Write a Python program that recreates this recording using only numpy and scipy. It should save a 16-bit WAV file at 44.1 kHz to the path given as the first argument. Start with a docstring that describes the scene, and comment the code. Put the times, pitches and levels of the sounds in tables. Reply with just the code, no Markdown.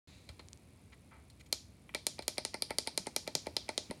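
"""A small relay on the plastic board of an electronics kit clicks, then chatters as a finger works a button.
Its armature snaps shut and falls back with a duller knock; each blow rings the case and bends the board,
whose low waves arrive late. Light taps, thuds, scuffs and switch ticks come from the handling.
A small room echoes the blows; low rumble, hiss and faint crackle lie beneath."""
import sys
import numpy as np
from scipy import signal
from scipy.fft import rfft, irfft
from scipy.io import wavfile
from scipy.ndimage import uniform_filter1d

SR = 44100
rng = np.random.default_rng(int(sys.argv[2]) if len(sys.argv) > 2 else 0)


def generate_wav(sig):
    """Save sig (samples, or channels by samples) to the path in sys.argv[1] as 16-bit PCM at SR."""
    pcm = np.round(np.clip(np.atleast_2d(sig).T, -1, 1) * 32767).astype(np.int16)
    wavfile.write(sys.argv[1], SR, pcm)


N = 176400
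SIZE = 4096  # samples per blow
HZ, T = np.fft.rfftfreq(SIZE, 1 / SR), np.arange(SIZE) / SR
SCENE_HZ, SCENE_T = np.fft.rfftfreq(N, 1 / SR), np.arange(N) / SR
ROOM_RING = 0.3  # share of resonance lift fed to the room

# band centres: f/Hz
BANDS_HZ = [450, 2100, 3600, 5000, 6900, 9500, 12800]
# armature closing: t/s, ring f/Hz, level/dB per band
SNAPS = [(1.5267, 4340, -4.5, 0.5, 2, 0.5, 4.5, -1.5, 4), (2.0673, 8640, -3.5, 1.5, 2.5, 0.5, 4, 2.5, 2),
         (2.28, 7000, -2, 1.5, 0.5, 0.5, 0, 2.0, 4), (2.4503, 8800, -5, 0, -2.5, -2, -2.5, -3, -13),
         (2.622, 4700, -5.5, -2, -1.5, 0, -11, 3, -4), (2.7847, 4670, -1.5, 1, 1, 2.5, 1, 3.5, -1),
         (2.9764, 4130, -1, 2, -2.5, 0, 1.5, 2.0, -2), (3.163, 5560, -0.5, 2.5, 0, 1, 2, 1.0, 2.5),
         (3.3517, 5720, 0, 1.0, 3, 3, 5, -3, 0), (3.5665, 5020, -2.5, -0.5, 5.5, 1, -4.5, -6.5, -8.5),
         (3.778, 3720, 0, -1, 2.5, -0.5, 2, -3, -14)]
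# armature falling back: t/s, level/dB per band
KNOCKS = [(1.9477, -3, 3, 10.5, 4.5, 6, 9, 10), (2.191, -3.5, -6.5, -1.5, -0.5, -13, 0.5, -15),
          (2.381, -0.5, 0, 6, 10, 1, 11, 5), (2.5426, -3, 0, -5.5, 6, -3.5, 5.5, 0),
          (2.706, -0.5, 2.5, -1, -0.5, -5, 4.5, 4.0), (2.8732, -3, -2, 7.5, 8, 1.5, 12, 4),
          (3.0687, -0.5, -5, -3, -2.5, 4, 8, -5), (3.276, -1.5, -3, 3.5, 0.5, 3, 0, 7),
          (3.4682, 1.5, -6.5, -4.5, -2.5, -5, -1.5, -3.0), (3.6901, -0.5, 1, 0.5, 3.5, 3.5, 5, -5.0),
          (3.9097, -1, -7, -4, -5, -9, 4, -7.0)]
# snap spectrum: f/Hz, level/dB
SNAP_COLOUR = [(60, -26), (170, -6.5), (400, 5.5), (800, -2.5), (1200, -13), (1700, -14.5), (2800, -10),
               (3600, -2.5), (4800, 2), (5700, -3), (7700, -9), (10000, -1), (12500, -12.5), (14200, -33),
               (16000, -28)]
# knock spectrum: f/Hz, level/dB
KNOCK_COLOUR = [(60, -26), (170, -4.5), (400, 5), (720, 1.5), (920, 0), (1150, -13.5), (1700, -13.5),
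                (2150, -7.5), (2900, -17), (4600, -6.5), (7400, -24), (9500, -15), (12000, -28),
                (14200, -47)]
def relay():
    """The armature snaps shut with a brief ring and falls back with a bouncing knock."""
    out = np.zeros((2, N))
    for s, ring_hz, *band_db in SNAPS:
        blow = contact(push=0.55, bounce=0.46, rattle_s=0.001, scatter_db=-10.5, scatter_s=0.0032)
        ring_db = resonance_db(ring_hz, width_hz=450, lift_db=7.5)
        colour_db = read(SNAP_COLOUR, HZ) + read(list(zip(BANDS_HZ, band_db)), HZ)
        out += strike(s, blow * causal((1 - ROOM_RING) * ring_db), colour_db + ROOM_RING * ring_db)
    for s, *band_db in KNOCKS:
        blow = contact(push=0.35, bounce=1.0, rattle_s=0.00062, scatter_db=-6.5, scatter_s=0.0058)
        out += strike(s, blow, read(KNOCK_COLOUR, HZ) + read(list(zip(BANDS_HZ, band_db)), HZ))
    return out


def contact(push, bounce, rattle_s, scatter_db, scatter_s):
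    """Flattened spectrum of a blow: hard push, rebound, rattle and waves scattering in the board."""
    clack_hz, clack_db = 1510, 11  # scattering peaks in the midrange
    rigid_hz = 1060  # below this the board moves as a whole
    bursts = rng.standard_normal((2, SIZE)) * np.exp(-T / np.array([[rattle_s], [scatter_s]]))
    rattle, scatter = (rfft(burst / np.linalg.norm(burst)) for burst in bursts)
    scatter *= amp(scatter_db + clack_db * np.exp(-2 * np.log((HZ + 1) / clack_hz) ** 2))
    rebound = bounce * np.exp(-2j * np.pi * HZ * rng.uniform(0.000611, 0.001057))
    loose = (rebound + rattle) * highpass(2500) + scatter
    blow = push + loose * highpass(rigid_hz) ** 2
    smooth_power = uniform_filter1d(abs(blow) ** 2, size=70)
    return blow * causal(-10 * np.log10(smooth_power + 1e-9))


def strike(s, blow, colour_db):
    """One blow on two tracks: near, and spread to all sides, where its fine ripple evens out."""
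    out, colour = np.zeros((2, N)), causal(colour_db)
    add(out[0], s, pulse(colour * blow))
    add(out[1], s, pulse(colour))
    return out


# case and board resonances: f/Hz, width/Hz, lift/dB
MODES = [(253, 17, 6), (563, 65, 4.5), (617, 13.3, 8.5), (890, 71, 9), (1320, 114, 8), (2000, 262, 11),
         (2341, 146, 12.5), (3230, 200, 6), (4160, 190, 7), (6970, 280, 8), (8560, 580, 7),
         (12970, 550, 11)]
def board(x, ring):
    """Case and board resonate; bending waves carry bass slower than treble."""
    lift_db = sum(resonance_db(*mode) for mode in MODES)
    delay_s = 0.001518 * (1016.5 / (HZ + 90)) ** 0.947
    phase_turns = np.cumsum(delay_s - delay_s[-1]) * HZ[1]
    response = pulse(causal(ring * lift_db) * np.exp(-2j * np.pi * phase_turns))
    return signal.fftconvolve(x, response)[:N]


# finger taps: t/s, level/dB, tilt/(dB/decade), rattle decay/s
TAPS = [(0.29, -18, 6, 0.003), (.394, -17, -5.5, 0.0045), (1.3, -34, 23.5, 0.0022),
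        (2.223, -21.5, 15, 0.0015)]
# tap spectrum: f/Hz, level/dB
TAP_COLOUR = [(80, -19), (400, 4.5), (800, 1.5), (1400, -7), (3000, -6.5), (4300, 1.5), (6000, -16.5),
              (9500, -14.5), (15000, -40)]
def taps():
    """A finger lightly strikes the board."""
    out = np.zeros((2, N))
    for s, db, tilt, rattle_s in TAPS:
        blow = contact(push=0.32, bounce=0, rattle_s=rattle_s, scatter_db=-0.5, scatter_s=0.007)
        out += strike(s, blow, db + read(TAP_COLOUR, HZ) + tilt * np.log10((HZ + 200) / 2000))
    return out


# button spectrum: f/Hz, level/dB
BUTTON_COLOUR = [(500, 4), (1000, 12.5), (1500, 4), (2500, 10), (3100, 10), (4200, -15)]
def button():
    """The button gives way under the finger once, then again just before each knock."""
    out = np.zeros((2, N))
    first_s, first_db, lead_s, repeat_db = 1.8922, -31.5, 0.008, -33.5
    for s, db in [(first_s, first_db)] + [(knock[0] - lead_s, repeat_db) for knock in KNOCKS]:
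        blow = contact(push=0.29, bounce=0, rattle_s=0.00063, scatter_db=-11, scatter_s=0.004)
        out += strike(s, blow, db + read(BUTTON_COLOUR, HZ))
    return out


# board thuds: t/s, f/Hz, level/dB, decay/s
THUDS = [(0.291, 83.4, -49.5, 0.042), (2.995, 185, -39.5, 0.0076), (3.346, 150, -39.5, 0.014),
         (3.896, 197, -29, 0.0038)]
def thuds():
    """The board bumps on cloth: low damped sines."""
    out, rise_s = np.zeros(N), 0.00087
    for s, hz, db, decay_s in THUDS:
        envelope = (1 - np.exp(-T / rise_s)) * np.exp(-T / decay_s)
        add(out, s, amp(db) * envelope * np.sin(2 * np.pi * hz * T))
    return out


# hand scuffs: t/s, rise/s, decay/s, level/dB, centre f/Hz
SCUFFS = [(.916, 0.017, 0.0075, -61, 1820), (1.106, .016, 0.059, -63, 895),
          (1.392, 0.02, 0.0036, -60, 3370), (1.455, 0.0098, 0.0065, -65, 3880)]
def scuffs():
    """Skin rubs on plastic: friction noise swells and dies."""
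    out = np.zeros(N)
    for s, rise_s, decay_s, db, centre_hz in SCUFFS:
        octaves = np.log2((SCENE_HZ + 1) / centre_hz)
        friction = noise(np.exp(-0.5 * octaves ** 2))
        envelope = np.minimum(SCENE_T / rise_s, 1) * np.exp(-np.maximum(SCENE_T - rise_s, 0) / decay_s)
        add(out, s, amp(db) * friction * envelope)
    return out


# switch ticks: t/s, level/dB
TICKS = [(.4858, -26.5), (.5318, -21), (.5745, -36)]
# tick spectrum: f/Hz, level/dB
TICK_COLOUR = [(1200, -15), (4000, 0), (7500, 3.5), (10000, -9), (15000, -33)]
def slide_switch():
    """The handled switch gives dry ticks with no ring."""
    out = np.zeros(N)
    for s, db in TICKS:
        add(out, s, pulse(causal(db + read(TICK_COLOUR, HZ))))
    return out


# early reflections: delay/s, level/dB
ECHOES = [(.0111, -21.5), (.0198, -27)]
# tail spectrum: f/Hz, level/dB
ROOM_COLOUR = [(150, -2), (500, -15), (1000, -8), (2200, -7), (4300, -8.5), (7000, -5.5), (10000, -15.5),
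               (14000, -21)]
# tail decay: f/Hz, T60/s
ROOM_T60 = [(200, 0.25), (1200, 0.15), (4500, 0.34), (8000, 0.29), (14000, 0.35)]
def room(x):
    """Near surfaces echo; three crossfaded diffuse tails vary the decay from click to click."""
    out, size, crossfade_hz = np.zeros(N), 2 ** 15, 0.7
    bright = signal.sosfilt(signal.butter(1, 1500, "high", fs=SR, output="sos"), x)
    for delay_s, db in ECHOES:
        add(out, delay_s, amp(db) * bright)
    onset = np.clip((SCENE_T[:size] - 0.004) / 0.0032, 0, 1)
    for k in range(3):
        hz, t, spectra = signal.stft(rng.standard_normal(size), SR, nperseg=256)
        t60_s = read(ROOM_T60, hz)[:, None]
        unit_energy = np.sqrt(2 * np.log(1000) / (t60_s * SR))
        spectra *= amp(read(ROOM_COLOUR, hz)[:, None] - 60 * t / t60_s) * unit_energy
        tail = signal.istft(spectra, SR, nperseg=256)[1][:size] * onset
        share = np.sqrt(2 / 3) * np.cos(2 * np.pi * (crossfade_hz * SCENE_T + k / 3))
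        out += signal.fftconvolve(x * share, tail)[:N]
    return out


# rumble and hiss spectrum: f/Hz, relative level/dB
AIR_COLOUR = [(40, -35), (62, 0.5), (85, 0.5), (170, -7), (240, -8.5), (400, -16), (1000, -25.5),
              (1650, -32), (2300, -25), (3000, -32.5), (4100, -30.5), (5700, -35.5), (10200, -35.5),
              (12000, -44), (13500, -41.5), (16000, -47)]
# hiss drift: t/s, gain/dB
HISS_GAIN = [(.3, 0.7), (1.5, -1.34), (3.9, 5)]
def rumble_and_hiss():
    """Steady room rumble under a hiss that dips slightly, then swells."""
    air = amp(-59.5) * noise(amp(read(AIR_COLOUR, SCENE_HZ)))
    rumble = signal.sosfiltfilt(signal.butter(2, 300, fs=SR, output="sos"), air)
    hiss = (air - rumble) * amp(np.interp(SCENE_T, *np.transpose(HISS_GAIN)))
    return rumble + hiss


# wash spectrum: f/Hz, relative level/dB
WASH_COLOUR = [(500, -31), (2300, 1), (3000, -4), (4000, 5), (5500, -8.5), (7200, -4.5), (12000, -30)]
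def wash():
    """Treble noise dies away at the start."""
    start_db, hold_s, t60_s = -64.5, 0.15, 0.88
    envelope = amp(start_db - 60 * np.maximum(SCENE_T - hold_s, 0) / t60_s)
    return noise(amp(read(WASH_COLOUR, SCENE_HZ))) * envelope


def crackle():
    """Faint, uneven electrical ticks in the high treble."""
    out = np.zeros(N)
    rate_per_s, pitch_hz, level_db = 56, 9700, -57
    pip = amp(level_db) * np.exp(-(T / 0.00017 - 2) ** 2) * np.sin(2 * np.pi * pitch_hz * T)
    for k, jitter in enumerate(rng.uniform(0, 0.8, size=300)):
        add(out, (k + jitter) / rate_per_s, pip)
    return out


def amp(db):
    """Decibels to gain."""
    return 10 ** (np.asarray(db) / 20)


def read(points, hz):
    """Table lookup on a log-frequency axis."""
    table_hz, value = np.transpose(points)
    return np.interp(np.log(hz + 1), np.log(table_hz + 1), value)


def add(mix, s, sound):
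    """Mixes a sound in at s seconds."""
    part = mix[round(s * SR):][:len(sound)]
    part += sound[:len(part)]


def resonance_db(hz, width_hz, lift_db):
    """Bell-shaped lift of one resonance."""
    return lift_db / (1 + (2 * (HZ - hz) / width_hz) ** 2)


def highpass(corner_hz):
    """First-order high-pass spectrum."""
    return 1j * HZ / (1j * HZ + corner_hz)


def causal(db):
    """Minimum-phase spectrum with this gain."""
    log_gain = np.log(amp(np.concatenate([db, db[-2:0:-1]])))
    return np.exp(np.conj(signal.hilbert(log_gain)))[:len(db)]


def pulse(spectrum):
    """Spectrum to short sound, faded out."""
    return irfft(spectrum) * np.cos(np.pi / 2 * T / T[-1]) ** 2


def noise(gain):
    """Noise shaped by a gain per frequency, rms 1."""
    x = irfft(rfft(rng.standard_normal(N)) * gain, N)
    return x / np.sqrt(np.mean(x ** 2) + 1e-20)


def scene():
    """Relay and finger ring the board and the room, over the background."""
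    near, spread = relay() + taps() + button()
    direct = board(near + thuds() + scuffs(), ring=0.93)
    reverb = room(board(spread, ring=ROOM_RING))
    return (direct + reverb + slide_switch() + rumble_and_hiss() + wash() + crackle())[None]


def record(dry):
    """A moment of opening silence, then a steep low-pass."""
    silence_s, cutoff_hz = 0.074, 16200
    lowpass = signal.firwin(511, cutoff_hz, window=("kaiser", 9), fs=SR)
    return signal.oaconvolve(dry * (SCENE_T > silence_s), lowpass[None], "same")


dry = scene()
out = record(dry)
generate_wav(out)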